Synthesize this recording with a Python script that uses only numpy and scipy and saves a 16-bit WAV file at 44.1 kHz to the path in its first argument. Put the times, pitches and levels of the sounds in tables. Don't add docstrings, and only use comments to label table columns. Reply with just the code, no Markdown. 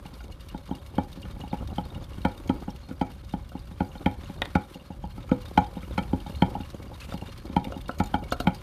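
import sys
import numpy as np
from scipy import signal
from scipy.fft import rfft, irfft, next_fast_len
from scipy.io import wavfile

SR = 44100
rng = np.random.default_rng(int(sys.argv[2]) if len(sys.argv) > 2 else 0)


def persist_wave(psi):
    counts = np.round(np.clip(psi, -1, 1) * 32767).astype(np.int16)
    wavfile.write(sys.argv[1], SR, np.atleast_2d(counts).T)


N = 380141

# (time [s], rumble [dB], drumming [dB], patter [dB])
BED_LEVELS = [(0.0, -40.5, -50, -57), (0.5, -43.5, -53, -58.5), (1.03, -40.5, -48.5, -56),
              (2.21, -37, -45.5, -56), (2.38, -43.5, -45, -55.5), (3.55, -41, -55.5, -59.5),
              (3.89, -41.5, -47, -56.5), (4.51, -41, -51, -54.5), (4.8, -51, -50.5, -59),
              (5.09, -39.5, -60, -58), (5.42, -38, -46, -54.5), (6.43, -39.5, -45.5, -53.5),
              (6.86, -41.5, -49, -54.5), (7.9, -40, -46, -56.5), (8.31, -38, -43, -54),
              (8.62, -42, -51, -55.5)]
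# (frequency [Hz], level [dB])
RUMBLE_EQ = [(15, -34), (25, -2), (70, 0.5), (200, -15.5), (260, -25.5), (440, -120)]
# (frequency [Hz], level [dB])
DRUMMING_EQ = [(71, 3), (120, 0.5), (374, -5), (450, -14), (547, -5.5), (630, -16), (791, -12), (1400, -26),
               (1600, -52), (2080, -52), (3520, -120)]
# (frequency [Hz], level [dB])
PATTER_EQ = [(590, -46), (1000, 0), (1400, -3), (1990, -10), (2200, -7.5), (2490, -10.5), (3640, -10),
             (7500, -22), (8760, -19), (14300, -21)]
# (frequency [Hz], level [dB], t60 [s])
TRACK_MODES = [(2236, -8, 0.054), (2830, -2, 0.029), (3206, -5, 0.025), (3690, -2.5, 0.038),
               (4250, -7.5, 0.048), (4730, -6.5, 0.029), (6610, -11, 0.032)]
# (time [s], thud [dB], hollow ring over thud [dB], hard edge over thud [dB], roll from edge to flat [s])
STAND_KNOCKS = [(0.051, -38.5, -3, -14, 0.0036), (0.204, -48.5, 4, 0, 0.0016),
                (0.543, -27.5, -4.5, -29, 0.0021), (0.708, -20.5, -8.5, -32, 0.0037),
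                (0.979, -14, -9, -21.5, .005), (1.17, -30.5, -26, -43, 0.0028),
                (1.25, -32, -14, -14.5, 0.00069), (1.363, -37.5, -12, -19, 0.0024),
                (1.433, -27.5, -6.5, -34, .004), (1.527, -20.5, -2.5, -25.5, 0.0035),
                (1.78, -17, -7, -21.5, 0.0019), (1.974, -30, -17, -26, 0.0018),
                (2.178, -32, -19, -19, .002), (2.248, -10, -3.5, -17, 0.0015),
                (2.493, -15, -5.5, -17.5, .005), (2.677, -24, -6, -27.5, 0.0039),
                (2.888, -37.5, -8, -14, 0.0012), (2.908, -26.5, -22, -20, 0.0022),
                (3.011, -15, 1, -16.5, 0.00098), (3.335, -19, -9, -27.5, 0.0019),
                (3.549, -28, -10.5, -30, 0.0025), (3.709, -38.5, -9, -16, 0.0015),
                (3.803, -10.5, -10.5, -29.5, 0.0019), (3.951, -34, -6, -13.5, .003),
                (4.058, -12, -6.5, -17.5, .005), (4.295, -31, -8.5, -23, 0.0011),
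                (4.551, -11.5, -9.5, -14, .005), (4.753, -30.5, -13, -34, .001),
                (4.9, -26.5, -8, -36, .004), (5.036, -30.5, -2, -26, 0.0031),
                (5.177, -35.5, -3.5, -21, 0.00077), (5.29, -36, -10, -10, 0.00083),
                (5.313, -12.5, -11, -23, .005), (5.574, -10.5, 2.5, -11.5, 0.0021),
                (5.765, -25, -9, -32, 0.0019), (5.828, -33, -33, -15, .002),
                (5.977, -13.5, -6, -12, 0.00095), (6.13, -18, -9, -27, 0.0011),
                (6.261, -37.5, 2.5, -13, 0.0014), (6.419, -11, -2.5, -15.5, 0.0022),
                (6.55, -28.5, 3.5, -16.5, 0.0014), (6.6, -25.5, -18, -21, .004),
                (6.914, -36, -2, -27, 0.0017), (7.138, -24, -9, -43, 0.0016),
                (7.218, -27.5, -6.5, -42.5, 0.0025), (7.495, -28, -21, -28, 0.0016),
                (7.562, -12, -2, -16, 0.0021), (7.648, -30, -9, -23, 0.0014),
                (7.667, -24.5, -15.5, -34, 0.0022), (7.761, -29, -5.5, -38, 0.0025),
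                (7.998, -12.5, -5, -16.5, 0.0059), (8.139, -17, 2, -13.5, .002),
                (8.469, -12, -3.5, -13.5, 0.0015)]
# (frequency [Hz], level [dB], t60 [s])
STAND_MODES = [(91.2, -4, 0.11), (156, -19, 0.074), (179, -2.5, 0.068), (214.6, -4.5, 0.065),
               (265.5, 6.5, 0.034), (352, -11.5, 0.059), (497.8, -7, 0.14), (528.6, -21.5, 0.16),
               (666, -15, 0.084), (814.5, 5, 0.05), (810, -25.5, 0.46), (907, -11.5, 0.039),
               (933.7, -3.5, 0.047), (1107, -5, 0.012), (1247, -3, 0.048), (1296, 1.5, 0.1),
               (1418, 4.5, 0.026), (1765, -7, 0.055), (2276, 7.5, 0.014), (2321, -9.5, 0.13),
               (2470, -23, 0.047), (3190, -14, 0.026), (3154, 3, 0.025), (4000, -25, 0.036),
               (4100, -39, 0.044), (4286, -12, 0.02)]
# (delay [s], level [dB])
EDGE_CONTACTS = [(0, -5.5), (0.002, 3.5), (0.011, -9.5)]
THUD_CONTACTS = [(0.00324, -2), (0.014, -14)]
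ROLL_S = np.array(STAND_KNOCKS)[:, 4]
HOLLOW_CONTACTS = [(-0.003, -20), (0, -10), (ROLL_S, 4), (ROLL_S + 0.00942, -6)]
# (time [s], level [dB])
PAW_STEPS = [(0.0593, -47.5), (0.136, -47.5), (0.209, -54), (0.239, -47), (0.317, -45), (0.405, -44),
             (0.4845, -41), (0.5746, -44), (0.654, -47.5), (0.6744, -50), (0.7504, -41.5), (0.861, -45),
             (0.952, -45), (1.0316, -47.5), (1.1158, -47), (1.128, -46), (1.216, -44), (1.308, -45.5),
             (1.404, -45.5), (1.478, -48), (1.57, -49), (1.6724, -43), (1.7576, -45.5), (1.85, -48),
             (1.945, -48), (2.0403, -46), (2.132, -49), (2.2149, -47), (2.2812, -47), (2.3131, -48),
             (2.375, -48), (2.474, -42), (2.601, -49.5), (2.7038, -49), (2.759, -46), (2.8864, -49),
             (2.994, -51), (3.114, -46), (3.245, -47.5), (3.2915, -47), (3.324, -45), (3.489, -48.5),
             (3.591, -47), (3.928, -54), (4.339, -48), (4.4506, -41), (4.7423, -44.5), (5.4135, -43.5),
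             (5.4804, -45), (5.5594, -53), (5.9239, -62), (5.954, -62), (6.0237, -46), (6.201, -46),
             (6.2662, -46), (6.3565, -45), (6.499, -47), (6.6084, -47), (6.7004, -42), (6.825, -46),
             (6.941, -49), (7.001, -41), (7.137, -43), (7.1733, -42.5), (7.2124, -48), (7.323, -46),
             (7.3754, -42), (7.453, -47), (7.642, -39.5), (7.7184, -46.5), (7.774, -48), (7.811, -43),
             (7.88, -40.5), (7.911, -46), (7.985, -36), (8.036, -39), (8.0571, -42), (8.07, -44),
             (8.236, -43.5), (8.2815, -50), (8.305, -49), (8.545, -36)]
# (frequency [Hz], level [dB])
SCUFF_EQ = [(900, -7), (1800, -2.5), (3000, -3.5), (4400, 2), (5400, -2), (7300, -10), (9000, -4.5),
            (11000, -13.5), (13300, -7), (14300, -10)]
# (time [s], level [dB], pitch [Hz])
CLAW_TICKS = [(0.325, -45, 2850), (0.5, -45, 2850), (0.6744, -54, 2850), (0.7497, -44, 2830),
              (1.128, -40, 3706), (1.23, -39, 2830), (1.414, -36.5, 2880), (1.587, -45, 2850),
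              (1.735, -49, 4030), (1.948, -38.5, 2850), (2.0403, -43, 3500), (2.133, -42, 2850),
              (2.2149, -47, 3850), (2.688, -47, 2860), (2.704, -41, 5500), (4.4513, -42, 3500),
              (4.738, -46, 3170), (4.807, -49, 2820), (5.669, -47, 4830), (5.9239, -45.5, 3480),
              (6.201, -44, 3150), (6.2662, -45, 3700), (6.3565, -42, 4140), (6.6084, -43, 3650),
              (6.7014, -46, 3800), (6.941, -43, 3760), (7.017, -36.5, 2580), (7.117, -40, 3600),
              (7.2124, -39, 2790), (7.643, -37, 3580), (7.7426, -42.5, 2860), (7.8096, -42, 3540),
              (7.912, -42, 2880), (7.984, -43, 6600), (8.037, -36, 7060), (8.058, -39, 7000),
              (8.306, -38, 6960), (8.315, -33, 3500)]
# (time [s], level [dB], lows over level [dB], highs over level [dB])
RIM_TAPS = [(3.516, -52, 5, -22), (7.12, -39.5, 4, -13), (7.7191, -38, 2.5, -26),
            (7.8904, -26.5, -2.5, -35), (8.3197, -26, 3.5, -5.5), (8.4, -31, 6, -4)]
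# (frequency [Hz], level [dB], t60 [s])
RIM_MODES = [(252.5, 2, 0.029), (394, -40, .03), (517, 4.5, 0.019), (718, 3, 0.026), (1130, 10.5, 0.0057),
             (1334, 9, 0.015), (1580, -0.5, 0.0089), (2100, -20, 0.025), (2580, -22, 0.03),
             (2850, -25, 0.018), (3500, -45, 0.033), (3850, -1, 0.023), (4430, -28, .05),
             (6940, -51, 0.026), (9000, -57, 0.022)]
# (delay [s], level [dB])
TAP_CONTACTS = [(0, -5.5), (0.0021, 7.5), (0.005, -8), (0.009, -10)]
# (time [s], level [dB], t60 [s])
DRY_SNAPS = [(4.2347, -41, 0.048), (4.297, -43, 0.012), (4.419, -12.5, 0.027), (4.456, -30, 0.024)]
# (frequency [Hz], level [dB])
SNAP_EQ = [(180, -21), (300, 1), (1540, -4.5), (1780, 0.5), (3180, -13), (3620, 2.5), (5090, -53),
           (9000, -56), (11700, -73), (19800, -120)]
# (time [s], length [s], level [dB])
PAW_SKIDS = [(6.986, 0.089, -49), (7.065, 0.1, -52), (7.247, .06, -53.5)]
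# (frequency [Hz], level [dB])
SKID_EQ = [(590, -32), (1000, -1), (1950, -4.5), (2820, 1), (3080, -6), (3720, -5), (4490, -11.5),
           (14300, -19)]


def amp(db):
    return 10 ** (np.asarray(db) / 20)


def rms_one(x):
    return x / np.sqrt(np.mean(x ** 2) + 1e-20)


def noise():
    return rng.standard_normal(N)


def band(x, side, hz, order=2):
    return signal.sosfilt(signal.butter(order, hz, side, fs=SR, output="sos"), x)


def coloured(x, eq):
    size = next_fast_len(N)
    hz, level_db = np.transpose(eq)
    bins_hz = np.maximum(np.arange(size // 2 + 1) * SR / size, 1)
    gain = amp(np.interp(np.log(bins_hz), np.log(hz), level_db))
    return rms_one(irfft(rfft(x, size) * gain, size)[:N])


def drift(rate_hz):
    r = np.exp(-2 * np.pi * rate_hz / SR)
    return rms_one(signal.lfilter([1], [1, -2 * r, r * r], rng.standard_normal(N + SR))[SR:])


def ring(drive, hz, t60):
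    r, w = amp(-60 / (t60 * SR)), 2 * np.pi * hz / SR
    return signal.lfilter([0, np.sin(w)], [1, -2 * r * np.cos(w), r * r], drive + 1e-18)


def tub_shake(level_db, eq, lumps_db, rate_hz):
    return amp(level_db + lumps_db * drift(rate_hz)) * coloured(noise(), eq)


def hum():
    return amp(-62) * rms_one(ring(noise(), hz=557, t60=0.064))


def claw_hits(per_s, spread_db):
    hits = rng.random(N) < per_s / SR
    strength = amp(spread_db * np.minimum(rng.exponential(1, N), 4))
    return hits * strength * rng.choice([-1, 1], N), rng.integers(0, len(TRACK_MODES), N)


def track_ring(hits, spots):
    return sum(amp(db) * ring(hits * (spots == k), hz, t60)
               for k, (hz, db, t60) in enumerate(TRACK_MODES))


def patter(level_db):
    grains = track_ring(*claw_hits(per_s=190 * amp(4.5 * drift(22)), spread_db=4.5))
    dry_hits, _ = claw_hits(per_s=110 * amp(4.1 * drift(8.3)), spread_db=7)
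    crackle = signal.lfilter([1], [1, -0.97], np.abs(dry_hits)) * noise()
    low, high = band(noise(), "low", 7000), band(noise(), "high", 7000)
    hiss = low * amp(2.3 * drift(36)) + high * amp(1.3 * drift(16))
    hiss *= amp(2.2 * drift(45))
    rustle = coloured(hiss + amp(-12) * rms_one(crackle), PATTER_EQ)
    return amp(level_db) * (rustle + amp(-7) * rms_one(grains))


def struck(times, levels_db, modes, contacts, spread_db, contact_s, neighbour=-1):
    out = np.zeros(N)
    scatter_db = spread_db * rng.standard_normal((len(times), len(modes), len(contacts)))
    t = np.arange(int(contact_s * SR) + 3) / SR
    push = np.hanning(len(t))
    for k, (hz, mode_db, t60) in enumerate(modes):
        clicks = np.zeros(N)
        for j, (delay, contact_db) in enumerate(contacts):
            at = np.minimum(((times + delay) * SR).astype(int), N - 1)
            np.add.at(clicks, at, amp(levels_db(hz) + mode_db + contact_db + scatter_db[:, k, j]))
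        force = push / push.sum() * np.cos(2 * np.pi * hz * (t - t.mean()))
        out += neighbour ** k * ring(np.convolve(clicks, force)[:N], hz, t60)
    return out


def stand_knocks(hollow_from_hz=650, edge_from_hz=1000):
    times, thud_db, hollow_db, edge_db, _ = np.transpose(STAND_KNOCKS)
    highs = [mode for mode in STAND_MODES if mode[0] >= edge_from_hz]
    mids = [mode for mode in STAND_MODES if hollow_from_hz <= mode[0] < edge_from_hz]
    lows = [mode for mode in STAND_MODES if mode[0] < hollow_from_hz]
    edge = struck(times, lambda hz: thud_db + edge_db, highs, EDGE_CONTACTS,
                  spread_db=5, contact_s=0.00173)
    hollow = struck(times, lambda hz: thud_db + hollow_db, mids, HOLLOW_CONTACTS,
                    spread_db=3, contact_s=0.0018)
    thud = struck(times, lambda hz: thud_db, lows, THUD_CONTACTS,
                  spread_db=4, contact_s=0.0022, neighbour=0.99)
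    return edge + hollow + band(thud, "high", 110)


def in_tub(x, wet_db=-18, t60=0.24, damping_hz=1630):
    t = np.arange(SR // 2) / SR
    tail = rng.standard_normal(len(t)) * amp(-60 * t / t60) * np.minimum(t / 0.00217, 1)
    tail = signal.lfilter(*signal.butter(1, damping_hz, fs=SR), tail)
    return x + amp(wet_db) * signal.fftconvolve(x, tail / np.linalg.norm(tail))[:N]


def footfalls(scuff_t60=0.045, tick_t60_cycles=118, jolt_hz=3174):
    ticks, envelope, t = np.zeros(N + SR), np.zeros(N + SR), np.arange(SR // 8) / SR
    jolts = [(s, db + edge_db - 11) for s, db, _, edge_db, _ in STAND_KNOCKS]
    jolts += [(s, db + high_db + 5) for s, db, _, high_db in RIM_TAPS]
    for s, db in PAW_STEPS + jolts:
        envelope[round(s * SR):][:len(t)] += amp(db - 60 * t / scuff_t60) * np.minimum(t / 0.0028, 1)
    for s, db, hz in CLAW_TICKS + [(s, db - 6.5, jolt_hz) for s, db in jolts]:
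        shape = amp(db - 60 * t * hz / tick_t60_cycles) * np.minimum(t / 0.0004, 1)
        ticks[round(s * SR):][:len(t)] += shape * np.sin(2 * np.pi * hz * t)
    envelope = envelope[:N]
    hiss = coloured(noise(), SCUFF_EQ)
    air = band(hiss, "high", 9000) * 0.6 * np.tanh(drift(9.4))
    grit = (hiss + air) * amp(0.98 * drift(400))
    hits, spots = claw_hits(per_s=600, spread_db=2.5)
    return ticks[:N] + amp(-2) * envelope * grit + amp(-0.5) * track_ring(envelope * hits, spots)


def rim_taps(mid_from_hz=1000, high_from_hz=2600):
    times, db, low_db, high_db = np.transpose(RIM_TAPS)

    def levels_db(hz):
        return db + (low_db if hz < mid_from_hz else 0 if hz < high_from_hz else high_db)

    return struck(times, levels_db, RIM_MODES, TAP_CONTACTS, spread_db=2.5, contact_s=0.00136)


def snaps():
    envelope, t = np.zeros(N), np.arange(SR // 8) / SR
    for s, db, t60 in DRY_SNAPS:
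        envelope[round(s * SR):][:len(t)] += amp(db - 3.5 - 60 * t / t60)
    return envelope * coloured(noise(), SNAP_EQ)


def skids():
    envelope = np.zeros(N)
    for s, length, db in PAW_SKIDS:
        swell = signal.windows.tukey(round(length * SR), 0.6)
        envelope[round(s * SR):][:len(swell)] += amp(db) * swell
    return envelope * amp(2.9 * drift(120)) * coloured(noise(), SKID_EQ)


def scene():
    times, *faders = np.transpose(BED_LEVELS)
    rumble_db, drumming_db, patter_db = (np.interp(np.arange(N) / SR, times, db) for db in faders)
    rumble = tub_shake(rumble_db, RUMBLE_EQ, lumps_db=1.64, rate_hz=3.8)
    drumming = tub_shake(drumming_db, DRUMMING_EQ, lumps_db=6, rate_hz=39)
    bed = rumble + drumming + hum()
    impacts = in_tub(stand_knocks() + rim_taps() + snaps())
    mid = bed + impacts + footfalls() + skids() + patter(patter_db)
    side = amp(-7) * band(mid * drift(137), "high", 6800, order=8)
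    return np.array([mid + side, mid - side])


def record(dry, low_cut_hz=36, high_cut_hz=14330):
    thin = band(dry, "high", low_cut_hz, order=5)
    return signal.sosfilt(signal.ellip(12, 0.5, 80, high_cut_hz, fs=SR, output="sos"), thin)


dry = scene()
out = record(dry)
persist_wave(out)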